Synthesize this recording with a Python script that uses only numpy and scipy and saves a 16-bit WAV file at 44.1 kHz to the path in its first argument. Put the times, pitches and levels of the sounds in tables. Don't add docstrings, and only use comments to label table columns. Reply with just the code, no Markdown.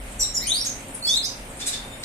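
import sys
import numpy as np
from scipy import signal
from scipy.fft import rfft, irfft
from scipy.io import wavfile
from scipy.ndimage import uniform_filter1d

SR = 44100
rng = np.random.default_rng(int(sys.argv[2]) if len(sys.argv) > 2 else 0)


def how_loud(loudness_db):
    steps = np.asarray(loudness_db, float) / 20
    return 10 ** steps


def unload_audio(sound):
    columns = np.transpose(np.atleast_2d(sound))
    steps = np.round(np.clip(columns, -1, 1) * 32767)
    wavfile.write(sys.argv[1], SR, steps.astype(np.int16))


N = 89964
BIN_HZ = np.fft.rfftfreq(N, 1 / SR)
TIME_S = np.arange(N) / SR


def unit_rms(x):
    return x / np.sqrt(np.mean(x ** 2) + 1e-20)


def read(points, hz):
    point_hz, value = np.transpose(points)
    return np.interp(np.log(hz + 1), np.log(point_hz + 1), value)


def add(mix, start_s, sound):
    part = mix[round(start_s * SR):][:len(sound)]
    part += sound[:len(part)]


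def drift(rate_hz):
    spectrum = rfft(rng.standard_normal(N))
    return unit_rms(irfft(spectrum * np.exp(-(BIN_HZ / rate_hz) ** 2), N))


def resonant_noise(center_hz, width_hz):
    spectrum = rfft(rng.standard_normal(N))
    return unit_rms(irfft(spectrum / (1 + (2 * (BIN_HZ - center_hz) / width_hz) ** 2), N))


# freq_hz, t60_s
ROOM_T60 = [(2000, 0.38), (4000, 0.38), (7000, 0.31), (12000, 0.2)]


def in_room(x, pan_db, room_db, lag_samples):
    taps = np.zeros((2, 30000))
    at = np.arange(0, 29980, 12) + rng.integers(0, 12, (2, 2499))
    np.put_along_axis(taps, at, rng.choice([-1., 1.], at.shape), 1)
    hz, t, z = signal.stft(taps, SR, nperseg=128)
    decay = how_loud(-60 * t / read(ROOM_T60, hz)[:, None])
    tail = signal.istft(z * decay, SR, nperseg=128)[1]
    first_echo_s = 0.00074
    tail *= np.clip(np.arange(tail.shape[1]) / SR / first_echo_s - .5, 0, 1)
    wet = signal.fftconvolve(x[None], tail / np.linalg.norm(tail[0]), axes=1)[:, :N]
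    direct = np.array([x, np.roll(x, round(lag_samples))])
    return (direct + how_loud(room_db) * wet) * how_loud([[pan_db / 2], [-pan_db / 2]])


# freq_hz, level_db_per_hz
AIR_SPECTRUM = [(30, -4.5), (230, -2), (400, -6), (750, -5), (1200, -9.5), (2300, -9), (5000, -22),
                (14500, -22.5)]
# center_hz, width_hz, boost_db
CAPSULE = (8700, 1780, 10.6)
# freq_hz, correlation
LIKENESS = [(60, 0.95), (180, 1), (540, 0.66), (1630, -0.19), (4880, 0.17), (14700, -0.26)]


def air():
    frames, hz = N // 256 + 5, np.fft.rfftfreq(1024, 1 / SR)
    a, b, c, d, patches = rng.standard_normal((frames, 513, 5)).T
    patches = uniform_filter1d(patches, 30, 0)
    patches = unit_rms(uniform_filter1d(patches, 14, 1))
    same = np.clip(read(LIKENESS, hz), -1, 1)[:, None]
    left = a + 1j * b
    right = same * left + np.sqrt(1 - same ** 2) * (c + 1j * d)
    center_hz, width_hz, boost_db = CAPSULE
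    capsule_db = boost_db * np.exp(-((hz - center_hz) / width_hz) ** 2)
    level_db = (read(AIR_SPECTRUM, hz) + capsule_db)[:, None] + 0.8 * patches
    noise = signal.istft(np.array([left, right]) * how_loud(level_db), nperseg=1024, noverlap=768)[1]
    return how_loud(-39.5) * unit_rms(noise[:, :N])


# freq_hz, level_db
HUM = [
    (118.4, -52),
    (220.7, -56),
    (268.5, -53.5),
    (538.3, -55),
    (597.5, -59),
    (629.8, -65),
    (716.0, -59),
]


def fan_hum():
    hum = np.zeros(N)
    for hz, db in HUM:
        level = how_loud(db + 0.5 * drift(5.3))
        cycles = hz * TIME_S + 0.0078 * drift(14) + rng.random()
        hum += level * np.sqrt(2) * np.sin(2 * np.pi * cycles)
    return hum


# time_s, level_db
RUMBLE = [
    (0.0, -38.5),
    (0.229, -38.5),
    (0.61, -45),
    (0.99, -53.5),
    (1.06, -49),
    (2.001, -43.5),
    (2.04, -54),
]


def rumble():
    time_s, level_db = np.transpose(RUMBLE)
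    shake = resonant_noise(44.9, 21.4) + how_loud(-18) * resonant_noise(19.0, 22)
    return how_loud(np.interp(TIME_S, time_s, level_db)) * shake


# start_s, length_s, level_db, dullness_db
BEATS = [
    (0.086, 0.063, -47.5, -30),
    (0.63, 0.041, -34.5, -1),
    (1.585, 0.044, -40.5, 7.5),
    (1.649, 0.045, -27.5, -3.5),
    (1.711, 0.044, -45, 11),
    (2.025, 0.037, -40, 15),
]
# freq_hz, level_db_per_hz
FEATHER = [(710, -56), (1200, -23), (2410, -13), (2650, -17.5), (3840, -8), (5500, -9), (8300, 1),
           (11500, -11), (14500, -23)]


def wings():
    snaps_per_s, snap_db = 3000, 3
    hiss = rng.standard_normal(N)
    snap_level = how_loud(snap_db * rng.exponential(1, N))
    snapping = rng.random(N) < snaps_per_s / SR
    snaps = rfft(hiss * (0.88 + snap_level * snapping)) * how_loud(read(FEATHER, BIN_HZ))
    bright = irfft(snaps, N)
    dull = irfft(snaps / (1 + (BIN_HZ / 5800) ** 8), N) / bright.std()
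    out = np.zeros(N)
    for start_s, length_s, level_db, dull_db in BEATS:
        stroke = np.sin(np.pi * np.clip((TIME_S - start_s) / length_s, 0, 1) ** 1.17) ** 2
        out += stroke * how_loud(level_db) * (unit_rms(bright) + (how_loud(dull_db) * 2 - 1) * dull)
    return in_room(out, pan_db=-1, room_db=5, lag_samples=5)


# time_s, peak_db, ring_hz
TICKS = [
    (0.8062, -30, 7900),
    (0.884, -24, 8620),
    (0.8913, -42, 8470),
    (0.9618, -25, 8460),
    (0.9804, -46, 8500),
    (1.501, -30.5, 8100),
    (1.571, -23.5, 8880),
]


def claws():
    t60_s, attack_s = 0.0079, 0.00053
    out, t = np.zeros(N), np.arange(600) / SR
    for time_s, peak_db, hz in TICKS:
        ring = np.sin(2 * np.pi * hz * t)
        ring += .5 * np.sin(2 * np.pi * hz * 0.95 * t)
        ring += 0.44 * np.sin(2 * np.pi * hz * .84 * t)
        add(out, time_s, np.minimum(t / attack_s, 1) * how_loud(peak_db - 60 * t / t60_s) * ring / 1.54)
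    return in_room(out, pan_db=.6, room_db=6, lag_samples=5)


def breath_haze(breath_db):
    return how_loud(breath_db) * resonant_noise(7950, 8900)


def whistle(hz, level, second_db, third_db, breath):
    phase = 2 * np.pi * np.cumsum(hz) / SR
    tone = np.sin(phase)
    for k, db in ((2, second_db), (3, third_db)):
        tone = tone + how_loud(db) / (1 + (k * hz / 12200) ** 12) * np.sin(k * phase)
    return level * (np.sqrt(2) * tone + breath)


def notes(rows, second_db, third_db, bend, swell_db, tremble, breath_db, pan_db, room_db, lag_samples):
    attack_s, release_s, shimmer_db = .007, .008, 2.5
    out, wobble, shimmer = np.zeros(N), drift(300), drift(200)
    breath = breath_haze(breath_db)
    for start_s, length_s, from_hz, to_hz, level_db in rows:
        t = np.arange(0, length_s, 1 / SR)
        i = np.minimum(np.arange(len(t)) + round(start_s * SR), N - 1)
        hz = from_hz + (to_hz - from_hz) * (t / length_s) ** bend
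        hz = hz * (1 + tremble * wobble[i])
        shape = np.clip(np.minimum(t / attack_s, (length_s - t) / release_s), 0, 1)
        shape = shape * how_loud(swell_db * (t / length_s - 1))
        level = shape * how_loud(level_db + shimmer_db * shimmer[i])
        add(out, start_s, whistle(hz, level, second_db, third_db, breath[i]))
    return in_room(out, pan_db, room_db, lag_samples)


DISTANT = [
    (1.612, 0.024, 3287, 3680, -33.5),
    (1.678, 0.015, 3560, 4000, -32),
    (1.732, 0.023, 3507, 3640, -33.5),
    (1.79, 0.02, 3640, 3680, -51),
    (1.83, 0.029, 3610, 3660, -51),
    (1.91, 0.035, 3540, 3660, -48.5),
    (1.96, 0.023, 3600, 3640, -56),
    (1.995, 0.02, 8260, 8440, -42),
]
DISTANT_VOICE = (-16, -25, .6, 1.5, .008, -16, 2, 2.5, 1)


def distant_bird():
    return notes(DISTANT, *DISTANT_VOICE)


STRANDS = [(.197, .035, 13400, 12500, -40.5), (0.18, 0.034, 8000, 10000, -41),
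           (.345, 0.043, 11300, 12000, -48.5), (.472, 0.029, 5950, 6800, -30), (.494, .02, 6300, 8800, -37),
           (0.41, 0.038, 12700, 12600, -44.5), (.575, 0.056, 9500, 11250, -40.5),
           (.545, 0.026, 11800, 13700, -44), (.65, 0.025, 11800, 12000, -45.5),
           (0.94, .03, 8700, 9000, -35), (1.1, 0.028, 8600, 10300, -36), (1.9, .05, 6700, 7200, -54),
           (.69, 0.0294, 6300, 6000, -34.5)]
STRAND_VOICE = (-40, -60, .7, 3, .015, -14, -1, 2.5, -7)


def strands():
    return notes(STRANDS, *STRAND_VOICE)


NASAL = [
    (.463, 0.0488, 2793, 3194, -46.5),
]
NASAL_VOICE = (5, 11, .3, -3, .011, -8, 1.6, 4, 1)


def nasal_note():
    return notes(NASAL, *NASAL_VOICE)


LEAD = [
    (.4, 0.074, 1870, 2528, -45),
]
LEAD_VOICE = (2, -8, 1.2, 3, .022, -14, 0, 5, 2)


def lead_in():
    return notes(LEAD, *LEAD_VOICE)


HELD = [
    (1.02, 0.0646, 4260, 4500, -24.5),
    (1.062, 0.021, 7810, 7950, -29.5),
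    (1.155, 0.028, 3990, 4150, -19.5),
    (1.14, 0.049, 7000, 7850, -30),
    (1.13, .032, 11350, 11600, -45),
    (1.235, 0.031, 5200, 4650, -26),
    (0.93, 0.029, 9900, 10400, -33.5),
]
HELD_VOICE = (-14, -40, .4, 12, .008, -15, 0, -1, -6)


def held_whistles():
    return notes(HELD, *HELD_VOICE)


FLICKS = [
    (.652, 0.026, 5890, 6890, -26.5),
    (.53, 0.041, 8140, 9780, -29.5),
    (1.064, 0.02, 4670, 5420, -29),
    (1.082, 0.027, 4730, 6940, -27),
    (1.224, 0.031, 4550, 5345, -30),
    (1.243, 0.026, 4646, 7180, -29.5),
]
FLICK_VOICE = (-18, -35, .9, 3, .011, -14, -1.5, 3, -7)


def flicks():
    return notes(FLICKS, *FLICK_VOICE)


CHIPS = [
    (.188, 0.048, 6960, 7730, -25),
    (.192, 0.0447, 6120, 5470, -24.5),
    (.205, .045, 4750, 3746, -37),
    (.224, 0.032, 7700, 8740, -34),
    (.337, 0.036, 6696, 7310, -24.5),
    (.346, 0.042, 6050, 5255, -25.5),
]
CHIP_VOICE = (-16, -50, .55, 8, .022, -21, .8, 3, -7)


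def chips():
    return notes(CHIPS, *CHIP_VOICE)


def long_note(curve, second_db, third_db, tremble, breath_db, pan_db, room_db, lag_samples):
    time_s, pitch_hz, level_db = np.transpose(curve)
    hz = np.interp(TIME_S, time_s, pitch_hz) * (1 + tremble * drift(250))
    level = how_loud(np.interp(TIME_S, time_s, level_db, -150, -150) + 2.5 * drift(295))
    sound = whistle(hz, level, second_db, third_db, breath_haze(breath_db))
    return in_room(sound, pan_db, room_db, lag_samples)


BURR = [
    (1.066, 3400, -46),
    (1.085, 3435, -28),
    (1.103, 3426, -21.5),
    (1.12, 3620, -25),
    (1.14, 3680, -23.5),
    (1.17, 3876, -26.5),
    (1.19, 3795, -47),
    (1.21, 3730, -50),
    (1.225, 3600, -60),
]
BURR_VOICE = (-22, -35, .006, -18, 0, .5, 1)


def slow_climb():
    return long_note(BURR, *BURR_VOICE)


RISE = [
    (.468, 2846, -45),
    (.485, 3182, -36),
    (.514, 3700, -27.5),
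    (.521, 3860, -19),
    (.528, 3980, -33.5),
    (.57, 4714, -27.5),
    (.606, 5330, -38.5),
    (.616, 5555, -19),
    (.628, 5670, -47),
]
RISE_VOICE = (-22, -30, .009, -18, 0, .8, 1)


def long_rise():
    return long_note(RISE, *RISE_VOICE)


# freq_hz, left_minus_right_db
PORTS = [(2500, 1.5), (3500, 1.7), (4500, -2.5), (7000, -3), (8800, 5.5), (13000, 3.5)]


def birds():
    calls = chips() + nasal_note() + lead_in() + flicks() + held_whistles() + distant_bird() + strands()
    calls = calls + long_rise() + slow_climb()
    shade_db = read(PORTS, BIN_HZ) / 2
    return irfft(rfft(calls) * how_loud([shade_db, -shade_db]), N)


def scene():
    return birds() + wings() + claws() + air() + fan_hum() + rumble()


def masked(x):
    mask_db, slope_db_per_band, faint_db, waver_db = 16, 1.5, 5.5, 2.5
    z = signal.stft(x, nperseg=2048, noverlap=1024)[2]
    power = (abs(z[:, :1024]) ** 2).mean(0).reshape(64, 16, -1).mean(1)
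    level_db = 10 * np.log10(uniform_filter1d(power, size=2, axis=1) + 1e-20)
    band = np.arange(64)
    above = band[:, None] - band
    reach = np.maximum(above, -4 * above)
    hidden_db = (level_db[None] - slope_db_per_band * reach[:, :, None]).max(1) - mask_db
    usual_db = np.percentile(level_db, 30, axis=1)[:, None] - faint_db + (band[:, None] > 39) * 6
    waver = unit_rms(uniform_filter1d(rng.standard_normal(level_db.shape), size=3, axis=1))
    keep = level_db + waver_db * waver > np.maximum(hidden_db, usual_db)
    keep = keep | (band[:, None] < 4)
    z[:, :1024] *= np.maximum(np.repeat(keep, 16, 0), .006)
    return signal.istft(z, nperseg=2048, noverlap=1024)[1][:, :N]


def band_limit(x):
    return signal.sosfilt(signal.butter(12, 15260, fs=SR, output="sos"), x)


def record(dry):
    lowpass = signal.firwin(801, 14700, window=("kaiser", 9), fs=SR)
    mix = signal.oaconvolve(masked(dry), lowpass[None], "same") + 0.0005
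    return band_limit(mix)


dry = scene()
out = record(dry)
unload_audio(out)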